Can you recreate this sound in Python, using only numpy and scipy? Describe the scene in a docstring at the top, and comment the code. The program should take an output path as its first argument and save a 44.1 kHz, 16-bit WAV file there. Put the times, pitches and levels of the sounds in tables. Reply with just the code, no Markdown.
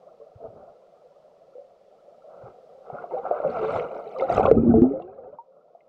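"""The bed of a shallow creek, heard inside a waterproof housing: the stream murmurs through the case (bubbles, noise).
A hand net dips in and sweeps past: bubble swarms and noise wash, splash and fizz; bubbles ring as decaying sines,
spits crack, slaps knock the housing. It drags down a big pocket of air, a wobbling tone that gulps,
then rises in pitch as it shrinks; a few last drops fall."""
import sys
import numpy as np
from scipy import signal
from scipy.fft import rfft, irfft, next_fast_len
from scipy.io import wavfile
from scipy.ndimage import uniform_filter1d

SR = 44100
rng = np.random.default_rng(int(sys.argv[2]) if len(sys.argv) > 2 else 0)


def materialize(psi):
    """Save the field psi as 16-bit PCM at rate SR to the path in sys.argv[1].

    A 1-D psi becomes a single channel; in a 2-D psi each row is a channel.
    """
    bounded = np.clip(np.atleast_2d(psi).T, -1, 1)
    quanta = np.round(bounded * 32767).astype(np.int16)
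    wavfile.write(sys.argv[1], SR, quanta)


N = 259308
TIME = np.arange(N) / SR
TOP_HZ = 15700

# response of the housing: f/Hz, gain/dB
HOUSING_RESPONSE = [(150, -10.5), (300, -7.5), (420, 9.5), (770, 8), (845, -6), (1050, -11.5), (1340, -5),
                    (1600, -23), (1800, -36), (2080, -24), (3000, -35), (3350, -42), (4000, -39.5),
                    (4800, -50.5), (9000, -60.5), (13000, -79.5)]


def undb(db):
    """Decibels to gain."""
    return 10 ** (np.asarray(db) / 20)


def unit(x):
    """Scale to an rms of 1."""
    return x / np.sqrt(np.mean(x ** 2))


def add(track, at_s, sound):
    """Mix a sound into the track at a time."""
    start = int(at_s * SR)
    track[start:start + len(sound)] += sound[:N - start]


def curves(table):
    """Each column of a table, interpolated linearly over time."""
    t_s, *columns = np.transpose(table)
    return [np.interp(TIME, t_s, column) for column in columns]


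def colour(x, points):
    """Minimum-phase filter with a (Hz, dB) response: hits ring only after their onset."""
    hz, db = np.transpose(points)
    size = next_fast_len(2 * len(x))
    size += size % 2
    bin_hz = np.arange(size // 2 + 1) * SR / size
    gain_db = np.interp(np.log(bin_hz + 1), np.log(hz), db)
    # fold the cepstrum onto positive time to make the response causal
    cepstrum = irfft(np.log(undb(gain_db)))
    cepstrum[1:size // 2] *= 2
    cepstrum[size // 2 + 1:] = 0
    response = np.exp(rfft(cepstrum))
    return irfft(rfft(x, size) * response)[:len(x)]


def band(x, hz, kind, order=4):
    """Butterworth filter."""
    return signal.sosfilt(signal.butter(order, hz, kind, fs=SR, output="sos"), x)


def walk(rate_hz):
    """Smoothed random steps with a spread near 1."""
    k = int(SR / rate_hz)
    steps = np.repeat(rng.standard_normal(N // k + 1), k)
    return 1.2 * uniform_filter1d(steps, k)[:N]


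def ring(hz, life_s, rise_octaves_per_s, onset_cycles):
    """A bubble: a sine that swells over its first cycles, then dies away while its pitch glides."""
    hold = 1.43  # above 1: the level holds briefly before it dies
    t = np.arange(int(life_s * SR) + 2) / SR
    cycles = np.cumsum(hz * 2 ** (rise_octaves_per_s * t)) / SR
    fade_db = -20 * (3 * t / life_s) ** hold  # -20 dB at a third of the life
    swell = 1 - np.exp(-(cycles / onset_cycles) ** 2)
    return np.sin(2 * np.pi * cycles) * undb(fade_db) * swell


def swarm(count, low_hz, high_hz, life_cycles, spread_db, onset_cycles=0.6, climb_octaves=0.25):
    """A cloud of bubbles of random size, most weak and a few strong, each rising slightly."""
    out = np.zeros(N)
    for when, size, life, strength in rng.random((count, 4)):
        hz = low_hz * (high_hz / low_hz) ** size
        life_s = life_cycles * (.5 + life) / hz
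        db = spread_db * min(-np.log(1 - strength), 4)
        bubble = ring(hz, life_s, climb_octaves / life_s, onset_cycles)
        add(out, when * (N - 1) / SR, undb(db) * hz * bubble)
    return unit(out)


def even(x, window_s):
    """Hold the slow level of a texture at 1 and leave its fine grain alone."""
    power = np.abs(uniform_filter1d(x ** 2, int(window_s * SR)))
    return x / np.sqrt(power + 1e-12)


def stream():
    """Distant riffles: countless bubbles and noise that boom in the housing, over a faint hiss."""
    # spectral shape of the murmur: f/Hz, gain/dB
    murmur_shape = [(90, -49), (150, -16), (210, -16), (300, -25), (430, -10), (540, -1), (740, -8),
                    (860, -23), (1050, -25.5), (1350, -23.5), (1750, -61.5)]
    # spectral shape of the hiss: f/Hz, gain/dB
    hiss_shape = [(100, -4), (2000, -12), (5000, -16), (9000, -28.5), (15000, -38)]
    # background levels: t/s, murmur level/dB, hiss level/dB
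    stream_levels = [(0, -51.5, -75), (1.8, -54.5, -74.5), (2.7, -49.5, -72.5), (4.3, -39.5, -76),
                     (4.7, -56.5, -90), (5.88, -57.5, -83)]
    murmur_db, hiss_db = curves(stream_levels)
    riffle = swarm(count=1800, low_hz=290.4, high_hz=1680, life_cycles=64, spread_db=3.0)
    murmur = unit(colour(riffle + 3.5 * rng.standard_normal(N), murmur_shape))
    hiss = unit(colour(rng.standard_normal(N), hiss_shape))
    return murmur * undb(murmur_db + 1.2 * walk(13)) + hiss * undb(hiss_db)


def spits():
    """Droplets burst at the surface: a sharp, wide crack and the ping of the small cavity left behind."""
    # bursts: t/s, ping f/Hz, level/dB, ping t60/s
    spit_table = [(3.742, 2310, -39, 0.032), (3.797, 2200, -30, 0.026), (3.946, 4000, -58.5, .015),
                  (4.186, 3890, -45.5, .02), (4.197, 2120, -30.5, 0.04), (4.209, 3600, -43.5, 0.029),
                  (4.323, 4650, -40.5, .02), (4.349, 5100, -41.5, 0.016), (4.366, 5930, -44, 0.017),
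                  (4.43, 2500, -36, 0.03), (4.46, 2600, -29, 0.027), (4.82, 2960, -62.5, 0.012),
                  (4.832, 6500, -63.5, 0.0098), (5.021, 2750, -52, 0.032), (5.806, 2100, -59, 0.039)]
    crack_rms, crack_decay_s = .55, .003  # rms before the decay, beside a ping of 1
    out = np.zeros(N)
    for at_s, hz, db, t60_s in spit_table:
        t = np.arange(int(t60_s * SR)) / SR
        burst = band(rng.standard_normal(len(t)), [1900, min(hz * 1.4, TOP_HZ)], "band", order=4)
        crack = crack_rms * unit(burst) * np.exp(-t / crack_decay_s)
        swell = 1 - np.exp(-hz * t / 2)
        ping = np.sin(2 * np.pi * hz * t) * swell * undb(-60 * t / t60_s)
        add(out, at_s, undb(db) * (crack + ping))
    return out


def slaps():
    """Water knocks the housing: a sharp pressure step and a short spatter, both coloured by the case."""
    # knocks: t/s, peak level/dB, brightness as gain from 2.2 kHz up/dB
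    slap_table = [(3.31, -12.5, -26.5), (4.379, -8, 1.5), (4.397, -7, -13.5), (4.454, -7, -11),
                  (4.513, -12, 8.5), (4.999, -25, -6.5)]
    out = np.zeros(N)
    t = np.arange(SR // 10) / SR
    for at_s, db, bright_db in slap_table:
        push = .1 * rng.standard_normal(len(t)) * np.exp(-t / .002)
        push[0] += 1
        knock = colour(push, HOUSING_RESPONSE)
        knock = colour(knock, [(700, 0.0048), (2200, bright_db)])
        add(out, at_s, undb(db) * knock / np.abs(knock).max())
    return out


def bubbles():
    """Near bubbles ring as they pinch off, and set the housing rattling briefly."""
    # single bubbles: t/s, initial f/Hz, level before trim/dB, life/s
    bubble_table = [(.2, 448, -43, 0.25), (.211, 565, -38, 0.11), (0.353, 103, -31.5, 0.061),
                    (.438, 650, -31.5, 0.12), (.474, 110, -41.5, 0.12), (1.552, 495.6, -36.5, 0.23),
                    (1.58, 554, -36.5, 0.18), (2.078, 562, -41, 0.078), (2.43, 120, -37.5, 0.12),
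                    (2.899, 710, -26, 0.051), (2.925, 141, -31.5, 0.063), (2.984, 1390, -25, 0.065),
                    (3.039, 690, -25, 0.048), (3.109, 903, -36.5, 0.15), (3.135, 501, -23.5, 0.21),
                    (3.166, 770, -26, 0.14), (3.25, 712, -20.5, 0.058), (3.309, 690, -13, 0.048),
                    (3.317, 594, -21.5, 0.21), (3.4, 580, -14.5, 0.028), (3.447, 557, -13.5, 0.051),
                    (3.448, 157, -32.5, 0.14), (3.46, 546, -13, 0.075), (3.587, 440.4, -27.5, 0.5),
                    (3.626, 435, -18, 0.25), (3.749, 101, -31, 0.11), (3.785, 477.3, -20.5, 0.2),
                    (4.162, 1180, -28.5, 0.052), (4.219, 523, -12.5, 0.1), (4.221, 1274, -21, 0.058),
                    (4.298, 677, -13, 0.084), (4.395, 720, -10.5, 0.045), (4.406, 756, -11.5, 0.041),
                    (4.453, 1096, -13, .03), (4.478, 534, -9.5, 0.12), (4.5115, 446, 1, 0.049),
                    (4.533, 470, -26, 0.13), (4.739, 434, -13.5, 0.25), (4.738, 666, -12.5, 0.041),
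                    (4.775, 329.7, -11, 0.17), (4.819, 335, -11.5, 0.11), (4.839, 745, -27.5, 0.078),
                    (4.906, 403.5, -21.5, 0.16), (4.933, 521.3, -23.5, 0.2), (4.999, 719, -31.5, 0.094),
                    (5.183, 517, -30, 0.068), (5.275, 420, -40.5, 0.18), (5.385, 917, -33, 0.11),
                    (5.748, 670, -41, 0.098)]
    trim_db, rattle_db, rattle_decay_s = 0.7, -7.0, 0.043
    rise_octaves = 0.18  # climb over the life: short-lived bubbles chirp fastest
    out = np.zeros(N)
    for at_s, hz, db, life_s in bubble_table:
        bubble = ring(hz, life_s, rise_octaves / life_s, onset_cycles=0.9)
        add(out, at_s, undb(db + trim_db) * bubble)
    t = np.arange(SR // 10) / SR
    rattle = colour(rng.standard_normal(len(t)) * np.exp(-t / rattle_decay_s), HOUSING_RESPONSE)
    rattle /= np.abs(rfft(rattle)).max()
    rattling = undb(rattle_db) * signal.fftconvolve(out, rattle)[:N]
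    return band(out + rattling, 1200, "low", order=6)


def air_pocket():
    """A large trapped bubble rings and shoves the case at each gulp; its pitch climbs as it sheds air and rises."""
    # gulps: peak t/s, level/dB, build-up time constant/s
    gulp_table = [(4.567, -14, 0.004), (4.634, -17.5, 0.002), (4.677, -15.5, .025), (4.696, -11, 0.0045),
                  (4.744, -15, 0.0028), (4.82, -9, 0.00094)]
    gulp_decay_db_per_s = 221.5
    held_hz, rise_octaves_per_s = 227.7, 2.5
    freed_s, gone_s, fade_s = 4.79, 5.31, 0.0076  # floats free, reaches the surface
    hum_db = -49  # quiet ringing on the way up
    bend_share, bend_decay_s = 0.0705, .015  # each gulp lifts the pitch, which sags back
    thump_hz, thump_life_s, thump_db = 107, 0.04, -6.5  # shove on the case; level beside the gulp

    hz = held_hz * 2 ** (rise_octaves_per_s * np.maximum(TIME - freed_s, 0))
    envelopes, thumps, bend = [], np.zeros(N), np.zeros(N)
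    for at_s, db, build_s in gulp_table:
        build = np.exp(np.minimum(TIME - at_s, 0) / build_s)
        envelopes.append(undb(db - gulp_decay_db_per_s * np.maximum(TIME - at_s, 0)) * build)
        thump = ring(thump_hz, thump_life_s, 0, onset_cycles=.3)
        add(thumps, at_s - 1 / held_hz, undb(db + thump_db) * thump)
        add(bend, at_s, bend_share * np.exp(-TIME / bend_decay_s))
    gulps = np.max(envelopes, axis=0)

    # it wobbles while it is large, and steadies as it shrinks
    wobble = (held_hz / hz) ** 5
    bent_hz = hz * (1 + wobble * (bend + 0.025 * walk(60)))
    throb = np.sqrt(2) * np.sin(2 * np.pi * np.cumsum(bent_hz) / SR)
    # lobes of air tear off and gurgle at pitches of their own
    lobes = even(swarm(count=200, low_hz=310, high_hz=450, life_cycles=45, spread_db=3), .06)
    floating = np.clip(np.minimum(TIME - freed_s, gone_s - TIME) / fade_s, 0, 1)
    hum = undb(hum_db + 4.6 * walk(30)) * floating
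    return thumps + (throb + undb(-8.5) * wobble * lobes) * np.hypot(gulps, hum)


def stirring():
    """Gains of wash, splash, fizz and surge: each stir sets in, swells (or sinks) steadily in dB and settles."""
    # stirs, layer levels as reached at the end: start t/s, end t/s, swell/dB,
    # wash level/dB, splash level/dB, fizz level/dB, surge level/dB
    stir_table = [(0.403, 0.454, 14, -36.5, -55, -90, -49), (0.558, 0.71, -4, -51, -66, -95, -66.5),
                  (2.314, 2.484, 7.5, -46.5, -51.5, -68, -57),
                  (2.869, 3.025, 3.5, -39.5, -45, -62.5, -62.5),
                  (3.125, 3.187, -1.5, -34, -48, -62.5, -72.5),
                  (3.248, 3.439, 1, -33.5, -38.5, -57.5, -62.5), (3.474, 3.782, 4, -28, -34.5, -41.5, -39),
                  (3.8, 3.988, -1, -34, -43.5, -58.5, -70), (4.043, 4.152, 1, -41, -60.5, -59.5, -82),
                  (4.195, 4.24, 1.5, -27.5, -42.5, -52.5, -61), (4.302, 4.385, 2.2, -25.5, -29, -39.5, -31),
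                  (4.438, 4.461, 1, -21.5, -27.5, -47.5, -25), (4.529, 4.787, 0.5, -33.5, -47, -69, -23),
                  (4.829, 4.95, 0, -37, -52, -72.5, -41.5), (5.01, 5.342, -4, -48.5, -63, -87, -65.5)]
    # multiple of the swell in dB that each layer follows: wash, splash, fizz, surge [1]
    swell_powers = (0.898, 1.201, 2.399, 2.6)
    attack_db_per_s, release_db_per_s = 447.5, 255.5
    power = np.zeros((len(swell_powers), N))
    for start_s, end_s, swell_db, *levels_db in stir_table:
        attack_db = attack_db_per_s * np.minimum(TIME - start_s, 0)
        release_db = release_db_per_s * np.minimum(end_s - TIME, 0)
        edges_db = attack_db + release_db
        heard = edges_db > -80
        to_go = np.clip((end_s - TIME[heard]) / (end_s - start_s), 0, 1)
        for layer, db, steepness in zip(power, levels_db, swell_powers):
            layer[heard] += undb(db + edges_db[heard] - steepness * swell_db * to_go) ** 2
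    return np.sqrt(power)


def churn():
    """Stirred water: larger bubbles wash, smaller ones splash and fizz, and the current shoves the case."""
    # merging of spray grains into a smooth rush, as when water strains through the mesh: t/s, share [0-1]
    blur_table = [(3.1, 0.74), (3.5, 0.8), (3.78, 0.9), (3.95, 0.5), (4.2, 0.15), (4.35, 0.5), (4.6, 0)]
    wash_gain, splash_gain, fizz_gain, surge_gain = stirring()
    blur = np.clip(curves(blur_table)[0], .05, 1)
    grain_gain, smooth_gain = np.sqrt(1 - blur), np.sqrt(blur)

    large = swarm(count=2400, low_hz=134.55, high_hz=906.5, life_cycles=79.5, spread_db=3.5)
    small = swarm(count=2600, low_hz=784.4, high_hz=1688, life_cycles=86, spread_db=5.5, onset_cycles=1.0)
    tiny = swarm(count=16000, low_hz=1750, high_hz=9000, life_cycles=48, spread_db=6.5,
                 onset_cycles=3, climb_octaves=.05)
    froth = colour(rng.standard_normal(N) * undb(3.14 * walk(120)), HOUSING_RESPONSE)

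    wash = even(colour(large, HOUSING_RESPONSE), 0.063) + 0.35 * unit(band(froth, 840, "low"))
    splash_grains = even(colour(small, HOUSING_RESPONSE), 0.22)
    splash = grain_gain * splash_grains + smooth_gain * unit(band(froth, [880, 1800], "band"))

    # the smooth rush is darker than the separate ticks
    rush = unit(band(band(froth, 1690, "high", order=8), 4700, "low", order=1))
    # spray crackles between the ringing bubbles
    crackle_db = 9.6 * np.clip(walk(260), -2, 2)
    crackle = band(rng.standard_normal(N) * undb(crackle_db), 1800, "high")
    ticks = even(colour(tiny + .55 * unit(crackle), HOUSING_RESPONSE), 0.047)
    fizz = grain_gain * ticks + smooth_gain * undb(-5.0) * rush

    rumble = band(rng.standard_normal(N), 250, "low", order=4)
    surge = even(band(rumble, 160, "high", order=1), 0.15)
    sloshing = undb(-1.0) * wash_gain * wash + splash_gain * splash + surge_gain * surge
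    return sloshing * undb(1.7 * walk(55)) + fizz_gain * fizz


def scene():
    """Everything as heard inside the housing."""
    return (stream() + churn() + bubbles() + spits() + slaps() + air_pocket())[None]


def record(dry):
    """Clip at full scale, then cut the treble above TOP_HZ with a steep elliptic low-pass."""
    low_pass = signal.ellip(8, .2, 70, TOP_HZ, fs=SR, output="sos")
    return signal.sosfilt(low_pass, np.clip(dry, -1, 1))


dry = scene()
out = record(dry)
materialize(out)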